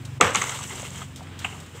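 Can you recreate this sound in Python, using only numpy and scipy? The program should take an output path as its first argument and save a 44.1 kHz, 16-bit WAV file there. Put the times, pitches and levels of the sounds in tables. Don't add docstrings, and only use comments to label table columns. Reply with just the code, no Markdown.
import sys
import numpy as np
from scipy import signal
from scipy.fft import rfft, irfft
from scipy.io import wavfile
from scipy.ndimage import uniform_filter1d

SR = 44100
rng = np.random.default_rng(int(sys.argv[2]) if len(sys.argv) > 2 else 0)


def generate_wav(sig):
    pcm = np.round(np.clip(np.atleast_2d(sig).T, -1, 1) * 32767).astype(np.int16)
    wavfile.write(sys.argv[1], SR, pcm)


def voltage_ratio(decibels):
    exponent = np.asarray(decibels, float) / 20
    return 10 ** exponent


N = 79380
T = np.arange(N) / SR


def unit(x):
    return x / np.sqrt(np.mean(x ** 2))


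def curve(table, order=1):
    return np.interp(T, np.array(table)[:, 0], np.array(table)[:, order])


def colour(x, points):
    log_hz = np.log(np.maximum(np.arange(N // 2 + 1) * SR / N, 1))
    p = np.array(points)
    at = np.log(p[:, 0])
    outside = np.maximum(at[0] - log_hz, 0) + np.maximum(log_hz - at[-1], 0)
    gain = voltage_ratio(np.interp(log_hz, at, p[:, 1]) - 37 * outside)
    return unit(irfft(rfft(x) * gain, N))


def ring(x, peaks, order=1):
    out = 0
    for k, (hz, width, db) in enumerate(peaks):
        y = x
        for _ in range(order):
            y = signal.lfilter(*signal.iirpeak(hz, hz / width, SR), y)
        out = out + (-1) ** k * voltage_ratio(db) * y
    return out


def walk(rate):
    k = int(SR / rate)
    held = np.repeat(rng.standard_normal(N // k + 1), k)
    return 1.5 * uniform_filter1d(uniform_filter1d(held, k), k)[:N]


def burst(start, length):
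    rise_s = 0.0003
    t = np.maximum(T - start, 0)
    return (1 - np.exp(-t / rise_s)) * np.exp(-t / max(length, rise_s))


def bursts(events):
    return sum(voltage_ratio(db) * burst(s, n) for s, db, n in events)


def grains(rate, spread_db):
    bits = (rng.random(N) < rate / SR) * voltage_ratio(spread_db * rng.exponential(size=N))
    return unit(rng.standard_normal(N) * (1.8 + signal.lfilter([1], [1, -.95], bits)))


def modes(events):
    waver_rad, waver_db, waver_hz = 0.7, 1.2, 500
    out = 0
    for s, db, hz, n in events:
        waver = min(hz / waver_hz, 1)
        pace = min(hz / 2, waver_hz)
        tone = np.sin(2 * np.pi * hz * (T - s) + waver_rad * waver * walk(pace))
        swell = np.clip((T - s) * hz, 0, 1)
        out = out + voltage_ratio(db + waver_db * waver * walk(pace)) * tone * burst(s, n) * swell
    return out


def cracks():
    # (time [s], peak [dB], treble share [dB], length [s])
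    breaks = [(.2100, -1.5, 2, 0.0022), (0.2119, -2, -9, 0.0017), (0.225, -10.5, -4, 0.0017),
              (0.23, -18, -12, 0.0017), (0.244, -20, -9, 0.0034), (0.245, -16, -10, 0.0018),
              (0.347, -14.5, 10, 0.002), (0.349, -14, -14, 0.0086), (0.3567, -19, 13.5, 0.0026),
              (0.362, -22, -20, 0.0051), (0.37, -23, -19, 0.0031), (0.414, -22.5, 4, 0.0042),
              (0.419, -18, 2, 0.0041), (0.439, -22.5, -4, 0.0039), (0.469, -32, -16, 0.0031),
              (0.4933, -21.5, 0.5, 0.0073), (0.519, -28.5, -12, 0.0086), (0.588, -32.5, 4.5, 0.0066),
              (0.795, -33.5, 2.5, 0.007), (1.008, -37, -16, 0.008), (1.235, -41, -15, .004),
              (1.27, -37, -20, 0.0045), (1.402, -33.5, -14.5, 0.00296)]
    # (time [s], peak [dB], length [s])
    ribs = [(0.306, -27, 0.0033), (0.391, -35, 0.0023), (0.44, -28, .003), (0.47, -23, 0.001),
            (0.519, -29, 0.005), (.545, -26, .002), (0.574, -32, .002), (0.61, -30, .002),
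            (0.629, -24.5, .002), (0.637, -24.5, .002), (0.674, -30, 0.0025), (0.711, -34, .002),
            (0.757, -27, .002), (0.801, -37, 0.0022), (0.819, -29, .003), (.859, -31, 0.0022),
            (.9039, -29, 0.0022), (0.959, -32, 0.0034), (0.981, -33, .002), (1.007, -46, 0.0016)]
    # (frequency [Hz], width [Hz], level [dB])
    wood = [(827, 270, -5.5), (1240, 314, 1), (2130, 660, -6.5), (2750, 640, -11.5), (3380, 1400, -11)]
    # (frequency [Hz], width [Hz], level [dB])
    snap_peaks = [(6350, 1260, -3.5), (7740, 520, 0.5), (8900, 490, -12.5), (3700, 730, -14),
                  (13400, 2600, -42)]
    body_noise, snap_noise = np.sign(rng.standard_normal((2, N)))
    body = bursts([(s, db, n) for s, db, _, n in breaks])
    snap = bursts([(s, db + treble, 0.5 * n) for s, db, treble, n in breaks]) + bursts(ribs)
    body_sound = voltage_ratio(12) * ring(body_noise * body, wood, order=2)
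    return body_sound + voltage_ratio(10.5) * ring(snap_noise * snap, snap_peaks, order=2)


def thuds():
    # (time [s], peak [dB], pitch [Hz], length [s])
    blows = [(.201, -21, 484, 0.0089), (0.203, -23, 1064, 0.017), (0.205, -26, 2020, 0.0087),
             (.2105, -7, 2714, 0.0038), (.2085, -13, 429, 0.0092), (.222, -15, 497.5, 0.013),
             (0.213, -21, 735.3, 0.021), (.211, -24, 270, 0.0088), (.212, -18, 362.6, 0.012),
             (0.213, -24.5, 132, 0.016), (.215, -18.5, 88, 0.013), (.228, -21.5, 191.6, 0.022),
             (.243, -23.5, 94.6, 0.036), (.244, -21, 410.6, 0.0125), (0.348, -14.5, 2130, 0.0045),
             (0.37, -24, 201, 0.0097), (0.417, -16, 2130, 0.0036), (0.828, -32.5, 540, 0.0066),
             (0.829, -34.5, 772, 0.0061), (1.195, -39, 716, 0.005), (1.207, -30, 1010, 0.0026),
             (1.216, -38, 740.4, 0.0092), (1.523, -37.5, 407, 0.0101), (1.748, -36.5, 481, 0.011)]
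    return modes(blows)


def more_modes():
    # (time [s], peak [dB], pitch [Hz], length [s])
    pings = [(.2132, -1.5, 1173, 0.0031), (0.2136, -14, 2150, .002), (0.2213, -22, 1350, 0.0018),
             (.2235, -11.5, 1187, 0.0042), (.2265, -14, 2220, 0.0038), (0.2367, -16, 990, 0.0038),
             (0.251, -11, 851, 0.0017), (.2515, -15, 1440, 0.0023), (0.268, -26.5, 3280, .003),
             (.3508, -16, 1190, 0.0048), (0.3569, -16, 1300, 0.0016), (0.3637, -24, 2260, 0.0047),
             (0.42, -20, 1303, 0.0027), (.436, -28, 2230, 0.0055), (.472, -27, 2080, 0.0049),
             (0.492, -26, 3200, 0.0028), (0.521, -28, 1330, 0.013), (.588, -28, 1193, 0.0054),
             (0.608, -25.5, 1025, 0.0039), (0.642, -36, 2770, 0.0033), (.796, -33.5, 2840, .006),
             (0.956, -41, 3140, 0.036), (1.017, -38.5, 3280, 0.015), (1.018, -29.5, 1310, 0.0036),
             (1.4447, -23.5, 2754, 0.0043), (1.4455, -25.5, 1357, 0.0075), (1.45, -28, 855, .004)]
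    return modes(pings)


def late_knock():
    # (time [s], peak [dB], length [s])
    strikes = [
        (1.4443, -20, 0.0032),
        (1.4481, -21.5, 0.0032),
        (1.4508, -27.5, 0.0045),
        (1.461, -32, .003),
        (1.467, -32, 0.0045),
        (1.489, -41, 0.0045),
        (1.51, -39, 0.0042),
        (1.526, -40, .008),
    ]
    # (frequency [Hz], width [Hz], level [dB])
    piece = [(815, 290, 0), (1274, 500, -0.5), (2150, 390, 0.5), (2740, 530, 2.5), (7400, 1300, -11.5),
             (14200, 3300, -33)]
    noise = np.sign(rng.standard_normal(N))
    return voltage_ratio(10) * ring(noise * bursts(strikes), piece, order=2)


def ticks():
    # (time [s], peak [dB], length [s])
    twigs = [
        (0.0508, -31.5, 0.0089),
        (1.159, -31, 0.0087),
        (1.171, -43.5, 0.04),
        (1.228, -43, 0.0051),
        (1.3899, -30.5, 0.0098),
        (1.397, -44, 0.0036),
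        (1.662, -38, .005),
        (1.7514, -43, .006),
        (1.6008, -36, 0.0093),
    ]
    # (frequency [Hz], width [Hz], level [dB])
    twig_peaks = [(3470, 840, -0.5), (6540, 2160, -1), (8470, 1950, -3), (14600, 2200, -16)]
    return voltage_ratio(2) * ring(rng.standard_normal(N) * bursts(twigs), twig_peaks)


def debris():
    # (frequency [Hz], density [dB per Hz])
    debris_colour = [(59, -27), (100, -2.5), (289, -3.5), (467, 1), (866, -3.5), (1220, 1), (3080, -7.5),
                     (4560, -24.5), (6000, -16.5), (7800, -53), (13200, -120)]
    start_s, t60_s = 0.214, 0.52
    fall = voltage_ratio(-18 + 0.5 * walk(75.6)) * burst(start_s, t60_s / np.log(1000))
    return fall * colour(grains(2500, 1.2), debris_colour)


def fronds():
    # (time [s], level [dB])
    brush_level = [(.21, -29), (.33, -41), (.37, -31.5), (.5, -35.5), (.84, -40), (.92, -43.5),
                   (.96, -41.5), (1.03, -41.5), (1.06, -53), (1.38, -77), (1.4, -45.5), (1.54, -46),
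                   (1.64, -52.5), (1.73, -56.5), (1.76, -48.5), (1.8, -49)]
    # (frequency [Hz], density [dB per Hz])
    frond_colour = [(240, -12), (400, -2.5), (708, -8), (922, -3), (1770, -8), (2150, -4), (2410, -10.5),
                    (2830, -4.5), (5000, -19), (6500, -63), (11000, -120)]
    # (frequency [Hz], density [dB per Hz])
    tip_colour = [(2650, -46), (4500, -56), (4980, -13.5), (6290, -7), (7650, -1.5), (8920, -9.5),
                  (9770, -19.5), (14500, -21), (16000, -27)]
    level_db = np.where(T < brush_level[0][0], -90, curve(brush_level))
    brush = voltage_ratio(level_db + 0.33 * walk(40.635))
    leaves = colour(grains(3000, 1.5), frond_colour)
    clumps = 0
    for hz in 450 * 1.7 ** np.arange(7):
        clumps = clumps + voltage_ratio(4 * walk(43.28)) * ring(leaves, [(hz, hz, 0)])
    low = unit(clumps) * voltage_ratio(-1.5 * (T - 0.15) * (T < 1.1))
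    tips = voltage_ratio(-4 + walk(89.2)) * colour(grains(860, 1.17), tip_colour)
    return brush * (low + tips)


def engine():
    # (time [s], firing rate [Hz], level [dB])
    idle = [
        (0, 22.6, -39.5),
        (.5, 22.67, -41),
        (1.0, 22.37, -39.5),
        (1.4, 22.34, -44),
        (1.8, 22.32, -46.5),
    ]
    # (multiple of firing rate, first level [dB], middle level [dB], last level [dB])
    harmonics = [(3, -11, -10.5, -16.5), (4, -4, -3.5, 3.5), (5, 3.5, -4, -3.5), (6, 4.5, -2.5, -6),
                 (7, -20, -8.5, -2.5), (8, -13, -6.5, -20), (9, -12.5, -9.5, -22), (11.5, -9, -11, -8.5),
                 (15.5, -18, -32, -15)]
    wander_db, wobble_rad = 1.4, 0.8
    turn = 2 * np.pi * np.cumsum(curve(idle)) / SR
    hum = 0
    for k, *db in harmonics:
        level_db = np.interp(T, [0, T[-1] / 2, T[-1]], db) + wander_db * walk(13.85)
        phase = k * turn + 7 * rng.random() + wobble_rad * walk(11)
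        hum = hum + voltage_ratio(level_db) * np.sin(phase)
    return voltage_ratio(curve(idle, order=2)) * hum


def garden():
    # (frequency [Hz], density [dB per Hz])
    rumble_colour = [(24, -56), (40, -15.5), (140, -8.5), (470, -21.5), (587, -24.5), (1520, -25),
                     (1650, -26), (3140, -27), (5000, -40.5), (6500, -78), (11000, -120)]
    # (frequency [Hz], density [dB per Hz])
    hiss_colour = [(2650, -28), (4500, -17), (5140, 0), (5330, -4), (6390, -3.5), (7690, 0.5), (11200, -17),
                   (15200, -11), (16000, -20)]
    low, high = rng.standard_normal((2, N))
    rumble = voltage_ratio(-44.5 + walk(6.8)) * colour(low, rumble_colour)
    return rumble + voltage_ratio(-58.5 + 0.8 * walk(7.1)) * colour(high, hiss_colour)


def scattered(hits):
    t60_s, first_return_s = 0.55, 0.006
    t = T[:SR // 2]
    scatter = rng.standard_normal(len(t)) * voltage_ratio(-60 * t / t60_s) * (t > first_return_s)
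    return signal.fftconvolve(hits, scatter / np.sqrt(np.sum(scatter ** 2)))[:N]


def scene():
    hits = cracks() + late_knock() + ticks()
    duck_s, duck_db, attack_s, recover_s = 0.181, -7.5, 0.005, 0.23
    since = np.maximum(T - duck_s, 0)
    duck = voltage_ratio(duck_db * np.clip(since / attack_s, 0, 1) * np.exp(-since / recover_s))
    palm = hits + voltage_ratio(-12) * scattered(hits) + thuds() + more_modes() + debris() + fronds()
    background = duck ** 0.4 * engine() + duck * garden()
    return (palm + background)[None]


def roll_off(x):
    return signal.sosfilt(signal.butter(12, 16470, fs=SR, output="sos"), x)


def record(dry):
    bass_cut_hz, top_hz, ceiling = 55, 15650, 1.15
    bass_cut = signal.butter(N=2, Wn=bass_cut_hz, btype="high", fs=SR, output="sos")
    top_cut = signal.ellip(8, .2, 30, top_hz, fs=SR, output="sos")
    thin = signal.sosfilt(bass_cut, dry)
    rounded = ceiling * np.tanh(thin / ceiling)
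    return roll_off(signal.sosfilt(top_cut, rounded))


dry = scene()
out = record(dry)
generate_wav(out)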